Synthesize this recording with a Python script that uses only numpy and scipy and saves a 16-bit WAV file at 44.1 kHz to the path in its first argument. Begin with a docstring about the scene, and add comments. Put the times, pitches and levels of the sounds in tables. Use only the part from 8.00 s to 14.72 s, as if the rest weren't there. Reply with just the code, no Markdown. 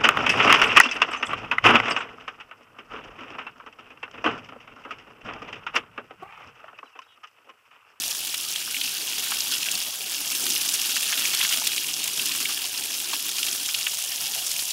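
"""In a paddock, a garden hose plays a loose stream of water over an animal's wet wool, close to a small camera.
The stream breaks into uneven slugs: filtered noise and crowds of damped sines make spray, splash and gurgle,
and low noise drums on the flank. Flurries of short sines make the slaps, ringing bubbles make the plops.
Behind them lie two faint wavering sine tones and the low noise of open country and running-off water.
One microphone feeds both channels; the camera body rings and the microphone limits the band."""
import sys
import numpy as np
from scipy import signal
from scipy.fft import rfft, irfft, next_fast_len
from scipy.io import wavfile
from scipy.ndimage import uniform_filter1d, map_coordinates

SR = 44100
rng = np.random.default_rng(int(sys.argv[2]) if len(sys.argv) > 2 else 0)


def pcm_store(signal):
    """Save signal as 16-bit PCM."""
    levels = np.round(np.clip(np.atleast_2d(signal), -1, 1) * 32767)
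    wavfile.write(sys.argv[1], SR, levels.astype(np.int16).T)


N = 296352  # samples, 6.72 s

# The stream as it sweeps the body: (time [s], spray level [dB], splash level [dB], drumming level [dB])
STREAM_LEVELS = [(0.0, -29.5, -35, -61), (0.47, -32.5, -38, -60), (0.9, -30.5, -32.5, -54.5),
                 (1.55, -29, -32, -51.5), (1.76, -30.5, -34.5, -56.5), (1.98, -32.5, -37, -70),
                 (2.24, -29.5, -34, -53.5), (2.49, -26, -33, -43), (2.79, -28, -32.5, -54.5),
                 (3.31, -27, -29, -51.5), (3.52, -26.5, -30, -55.5), (3.97, -31.5, -36, -52.5),
                 (4.32, -28, -31.5, -48.5), (4.6, -31, -35, -55.5), (5.05, -31, -35, -54.5),
                 (5.6, -29.5, -34.5, -55.5), (6.25, -30, -36, -77), (6.72, -29.5, -38.5, -72)]
# Colour of the fine spray: (frequency [Hz], gain [dB])
SPRAY_COLOUR = [(300, -57), (1500, -44), (3000, -1), (4200, -5), (5200, 1.5), (7200, -1.5), (8000, -4),
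                (10000, -2.5), (13000, -6), (16000, -10.5)]
# Colour of the splash on wet wool: (frequency [Hz], gain [dB])
SPLASH_COLOUR = [(200, -33), (900, -8.5), (2000, -5.5), (2400, 2), (3000, 4), (3700, 1), (4500, 1.5),
                 (7000, -10)]
# Colour of the gurgling bubbles: (frequency [Hz], gain [dB])
GURGLE_COLOUR = [(150, -55), (600, -13.5), (1000, -8), (1300, -2.5), (1800, -1.5), (2300, -12.5),
                 (4000, -25.5)]
# Colour of the drumming on the flank: (frequency [Hz], gain [dB])
FLANK_COLOUR = [(60, -47.5), (150, -13.5), (270, -0.5), (400, -3.5), (520, -14.5), (900, -35.5)]
GURGLE_DB, GURGLE_GROWS = -48.5, 1.3  # mean level [dB]; dB of swing for each dB of the splash
TICKS_DB = -10.5  # lone fine drops against the spray [dB]


def stream():
    """The jet arrives in uneven slugs that shake every layer at once; the gurgle follows the splash."""
    spray_db, splash_db, drum_db = curves(STREAM_LEVELS)
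    gurgle_db = GURGLE_DB + GURGLE_GROWS * (splash_db - splash_db.mean())
    slugs = 0.9 * landings(7, count=500) + 0.5 * wobble(200)

    spray_rush = amp(0.26 * slugs) * patchy(2.2, size=256)
    spray_drops = droplets(3.1 * slugs, 4030, SR / 2.5, 4.37, 1.0, count=12000, length=40)
    spray = layer(SPRAY_COLOUR, spray_rush, spray_drops, 0.46)
    ticks = droplets(1.5 * slugs, 7200, SR / 2.5, 1.9, 0.47, count=500, length=30)

    splash_rush = amp(3.2 * slugs) * patchy(3.5, size=256)
    splash_drops = droplets(3.3 * slugs, 1976, 4700, 2.1, 1.8, count=3500, length=120)
    splash = layer(SPLASH_COLOUR, splash_rush, splash_drops, 0.17)

    gurgle_rush = amp(0.62 * slugs) * patchy(5.5, size=1024)
    bubbles = droplets(2.9 * slugs, 920, 2660, 3.3, 3.1, count=2000, length=400)
    gurgle = layer(GURGLE_COLOUR, gurgle_rush, bubbles, 0.052)

    drum = layer(FLANK_COLOUR, amp(1.5 * slugs) * patchy(2.8, size=2048), 0, 0)

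    wet = amp(spray_db) * (spray + amp(TICKS_DB) * ticks) + amp(splash_db) * splash
    return wet + amp(gurgle_db) * gurgle + amp(drum_db) * drum


# Slugs that slap hardest: (time [s], level before DROPLET_DB [dB], pitch [Hz], fine spray against flurry [dB])
SLAP_EVENTS = [(0.3084, -23, 5100, 10), (0.3421, -5.5, 3240, 5), (0.5594, -8, 3300, 4),
               (0.7432, -8.5, 2820, 0), (0.7652, -8, 2430, -1), (0.8126, -4.5, 2920, -3),
               (0.9656, -11, 2830, 6), (1.303, -26, 3160, 5), (1.3184, -10, 2440, 4),
               (1.4045, -1.5, 5360, -11), (1.5385, -11, 3220, 3), (1.6272, -6.5, 3330, -6),
               (1.6587, -9, 2690, 0), (1.6841, -8, 2820, -16), (1.7124, -1.5, 7140, 2),
               (1.753, -7.5, 3680, 8), (2.465, -7.5, 3330, 8), (2.5022, -9, 3400, 9),
               (2.5612, -9, 2920, -5), (2.612, -3, 5400, 0), (2.6882, -4.5, 3770, 9),
               (2.7376, -0.5, 6530, -10), (2.8165, -6.5, 5720, 9), (2.8504, -6.5, 3500, 2),
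               (2.9188, -9, 3300, 8), (2.9706, -7, 3270, 2), (3.0294, -8, 3290, 6), (3.0889, -14, 2750, 0),
               (3.129, -7, 2840, 2), (3.2101, -14, 3200, 0), (3.2515, -6, 2120, 2), (3.346, -7, 2900, 11),
               (3.3942, -10, 2900, -3), (3.4111, -1, 3300, -2), (3.4501, -10, 2850, 2),
               (3.4905, -2, 6620, 0), (3.5074, -15, 3180, -5), (3.5247, -6, 2790, -7),
               (3.6705, -3, 3220, 13), (3.7174, -10, 3030, 0), (3.7785, -5, 2800, 2),
               (3.8634, -13, 5800, 8), (3.938, -7.5, 5530, 2), (4.03, -10, 2860, 2), (4.0402, -6, 7100, 7),
               (4.0765, -7.5, 3300, 8), (4.173, -7, 6300, 2), (4.1944, -7, 2920, 2), (4.2567, -7, 5340, 12),
               (4.3154, -8, 2640, -1), (4.4526, -3, 2840, 0), (4.6399, -8, 3870, 1), (4.7755, -10, 4670, 6),
               (5.4284, -6.5, 3240, 7), (5.69, -10, 3080, 2), (5.7437, -2.5, 3260, -9),
               (5.8665, -4, 3040, -3), (6.3882, -17, 3100, 6), (6.4667, -3.5, 6640, -5),
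               (6.5146, -10, 6240, 12), (6.7062, -8, 3950, 2)]
SLAP_MS, FIZZ_HZ = 11, 8200  # time over which the droplets start [ms], central pitch of the fine spray [Hz]
SLAP_CYCLES = 1.8  # decay of one droplet [cycles]
DROPLET_DB = -8  # offset of the droplets from the slap's level [dB]


def slaps():
    """Each slap is a flurry at its own pitch with a burst of fine spray on top; wool takes no deep blow."""
    s, db, hz, fizz_db = np.transpose(SLAP_EVENTS)[:, :, None]
    droplet_db = db + DROPLET_DB
    body = scatter(s, hz, droplet_db, SLAP_MS, SLAP_CYCLES, 0.15, count=14, length=200)
    fizz = scatter(s, FIZZ_HZ, droplet_db + fizz_db, SLAP_MS, 0.77, 0.36, count=18, length=50)
    low_cut = [(100, -60), (800, -24), (1600, -10), (2300, 0)]  # (frequency [Hz], gain [dB])
    return coloured(body + fizz, lambda f: along(low_cut, f))


# Large air pockets closing: (time [s], level before the low cut [dB], pitch [Hz])
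PLOP_EVENTS = [(0.341, -17, 1700), (0.555, -23, 1670), (0.676, -21, 1250), (1.269, -20, 1830),
               (1.301, -25, 1900), (1.319, -13, 1380), (2.464, -15.5, 1680), (2.653, -21, 1770),
               (2.91, -25, 1720), (2.966, -11, 1810), (3.125, -11, 1830), (3.218, -32, 1710),
               (3.252, -21, 1710), (3.403, -12, 1690), (3.449, -11.5, 1670), (3.508, -18, 1610),
               (3.615, -20, 930), (4.316, -18, 2010), (4.493, -23, 1130), (5.131, -14.5, 1150),
               (5.687, -21, 1430), (5.867, -12.5, 1820), (6.178, -19.5, 1950)]
PLOP_MS = 12  # time over which the bubbles start [ms]


def plops():
    """An air pocket breaks into a few bubbles, each a damped ring."""
    s, db, hz = np.transpose(PLOP_EVENTS)[:, :, None]
    ring = scatter(s, hz, db, PLOP_MS, 1.11, 0.14, count=5, length=700)
    low_cut = [(150, -45), (800, 0)]  # (frequency [Hz], gain [dB])
    return coloured(ring, lambda f: along(low_cut, f))


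# The low tones swell and fade: (time [s], upper tone level [dB], lower tone level [dB])
HUM_LEVELS = [(0.0, -67, -66), (0.95, -64.5, -81), (1.7, -72, -71), (3.0, -64.5, -82), (4.4, -59, -67),
              (4.75, -86, -67), (6.72, -68, -86)]
# Pitches of the two tones: upper [Hz], lower [Hz]
HUM_PITCHES = [156, 102]


def hum():
    """Two faint low sine tones that waver in level and phase."""
    t = np.arange(N) / SR
    tones = np.zeros(N)
    for hz, db in zip(HUM_PITCHES, curves(HUM_LEVELS)):
        level = amp(db + 2.7 * wobble(7.3))
        turns = hz * t + 0.11 * wobble(6.9)
        tones += level * np.sin(2 * np.pi * turns)
    return tones


# Level of the open-air background: (time [s], level [dB])
FIELD_LEVELS = [(0.0, -49), (0.52, -57), (1.57, -52), (1.81, -51), (4.19, -53), (4.47, -59), (4.81, -51.5),
                (5.2, -56), (6.48, -49.5), (6.72, -54.5)]
# Colour of the open-air background: (frequency [Hz], gain [dB])
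FIELD_COLOUR = [(20, -7), (60, -8.5), (150, -4), (300, -3), (520, -4), (750, 4), (1100, -4), (2000, -34.5)]


def field():
    """The low rush of open country and running-off water, as patchy filtered noise."""
    level_db, = curves(FIELD_LEVELS)
    return amp(level_db) * layer(FIELD_COLOUR, patchy(3.8, size=1024), 0, 0)


def layer(spectrum, rush, drops, share):
    """Rushing noise and single droplets in one colour, rms 1; share is the droplets' part of the power."""
    mixed = np.sqrt(1 - share) * unit(rush) + np.sqrt(share) * drops
    return unit(coloured(mixed, lambda hz: along(spectrum, hz)))


def landings(ms, count):
    """Slugs land at random: each raises the level quickly and drains away over ms; mean 0, rms 1."""
    kicks = np.bincount(rng.integers(0, N, count), rng.exponential(size=count), N)
    t_ms = np.arange(4000) / SR * 1000
    pulse = np.exp(-t_ms / ms) * (1 - np.exp(-t_ms / 0.6))
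    swell = signal.fftconvolve(kicks, pulse)[:N]
    swell = np.log(np.abs(swell) + 0.6)
    return unit(swell - swell.mean())


def droplets(slugs_db, lo_hz, hi_hz, spread_db, cycles, count, length):
    """Random droplets, crowded where a slug lands, a few far larger than the rest; rms 1."""
    chance = rng.random((count, 3))
    crowd = np.cumsum(amp(slugs_db))
    s = np.interp(chance[:, 0], crowd / crowd[-1], np.arange(N) / SR)
    hz = lo_hz + (hi_hz - lo_hz) * chance[:, 1]
    size_db = np.minimum(-spread_db * np.log(1 - chance[:, 2]), 4.13 * spread_db)
    size = np.sqrt(hz) * amp(size_db)
    return unit(grains(s, hz, size, cycles, 0.049, length))


CREST, FADE_DB = 0.21, 20  # where a flurry peaks [fraction of its length]; fall to both sides [dB per length]


def scatter(s, hz, db, ms, cycles, spread, count, length):
    """For each event a flurry of droplets around its pitch that swells quickly and dies."""
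    late = rng.random((len(s), count)) ** 1.2 * (np.arange(count) > 0)  # the first starts on time
    luck = rng.standard_normal((len(s), count, 2))
    pitch = np.clip(hz * np.exp(spread * luck[..., 0]), 500, SR / 2.6)
    size = amp(db - FADE_DB * np.abs(late - CREST) + 1.2 * luck[..., 1])
    start = s + ms / 1000 * late
    return grains(start.ravel(), pitch.ravel(), size.ravel(), cycles, 0.038, length)


def grains(s, hz, size, cycles, rise, length):
    """Damped sines with a soft start, one for each time; the pitch climbs as a bubble nears the surface."""
    k = np.arange(length)
    turns = hz[:, None] * k / SR
    envelope = np.exp(-turns / cycles) * (1 - np.exp(-3.2 * turns))
    wave = np.sin(2 * np.pi * turns * (1 + rise * turns / cycles)) * envelope
    where = np.clip((s * SR).astype(int)[:, None] + k, 0, N)  # overruns fall into a spare last slot
    return np.bincount(where.ravel(), (size[:, None] * wave).ravel(), N + 1)[:N]


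def patchy(patchy_db, size):
    """Noise with patches of random gain in time and frequency; a larger size gives longer, narrower patches."""
    z = signal.stft(rng.standard_normal(N + 2 * size), nperseg=size)[2]
    patches = uniform_filter1d(rng.standard_normal(z.shape), size=3, axis=1)
    patches = uniform_filter1d(patches, size=6, axis=0)
    noise = signal.istft(z * amp(patchy_db * unit(patches)), nperseg=size)[1]
    return unit(noise[:N])


def coloured(x, db_of):
    """x through a causal minimum-phase filter whose gain in dB is a function of frequency."""
    m = 2 * next_fast_len(N // 2 + 4096)
    cepstrum = irfft(db_of(np.fft.rfftfreq(m, 1 / SR)) * np.log(10) / 20, m)
    cepstrum[1:m // 2] *= 2  # fold the cepstrum onto positive time
    cepstrum[m // 2 + 1:] = 0
    return irfft(rfft(x, m) * np.exp(rfft(cepstrum)), m)[..., :N]


def wobble(rate):
    """A smooth random curve, rate knots a second."""
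    knots = rng.standard_normal(int(N * 400 / SR) + 4)
    return map_coordinates(knots, [np.arange(N) * rate / SR])


def curves(rows):
    """One value per sample for each column after the time."""
    s, *cols = np.transpose(rows)
    return [np.interp(np.arange(N) / SR, s, c) for c in cols]


def along(points, hz):
    """(frequency [Hz], value) points read on a log frequency axis."""
    f, v = np.transpose(points)
    return np.interp(np.log(hz + 1), np.log(f + 1), v)


def amp(db):
    """Decibels to gain."""
    return 10 ** (np.asarray(db) / 20)


def unit(x):
    """Scaled to rms 1."""
    return x / np.sqrt(np.mean(x ** 2) + 1e-20)


# Colour of the noise that differs between the channels: (frequency [Hz], gain [dB])
APART_COLOUR = [(20, 1), (60, 0), (150, -1), (700, 0), (1100, -6), (2000, -12), (2300, -30), (2600, -60),
                (6600, -120)]


def scene():
    """One microphone feeds both channels; only a faint, flickering low noise differs between them."""
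    mid = stream() + slaps() + plops() + hum() + field()
    side = amp(-64) * layer(APART_COLOUR, patchy(5.5, size=1024), 0, 0)
    return np.array([mid + side, mid - side])


# Resonances of the camera body: (frequency [Hz], width [Hz], boost [dB])
BODY_RINGS = [(1640, 40, 0.5), (2410, 67, -1.5), (2793, 146, 3.5), (3316, 142, 3.5), (3750, 22, 5)]
# The microphone's low end: (frequency [Hz], gain [dB])
MIC_BASS = [(20, -14), (45, -7), (90, 0)]
TOP_HZ = 15760  # upper band limit [Hz]


def record(dry):
    """The camera body rings at a few pitches; the microphone weakens deep bass and drops all above its limit."""
    def response_db(hz):
        """Bass cut plus one resonance curve for each ring of the body."""
        rings = sum(db / (1 + ((hz - c) / (w / 2)) ** 2) for c, w, db in BODY_RINGS)
        return along(MIC_BASS, hz) + rings

    body = coloured(dry, response_db)
    body = np.pad(body, ((0, 0), (0, 4096)))  # keeps the sharp filter from wrapping round
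    in_band = np.fft.rfftfreq(N + 4096, 1 / SR) < TOP_HZ
    return irfft(rfft(body) * in_band)[:, :N]


dry = scene()
out = record(dry)
pcm_store(out)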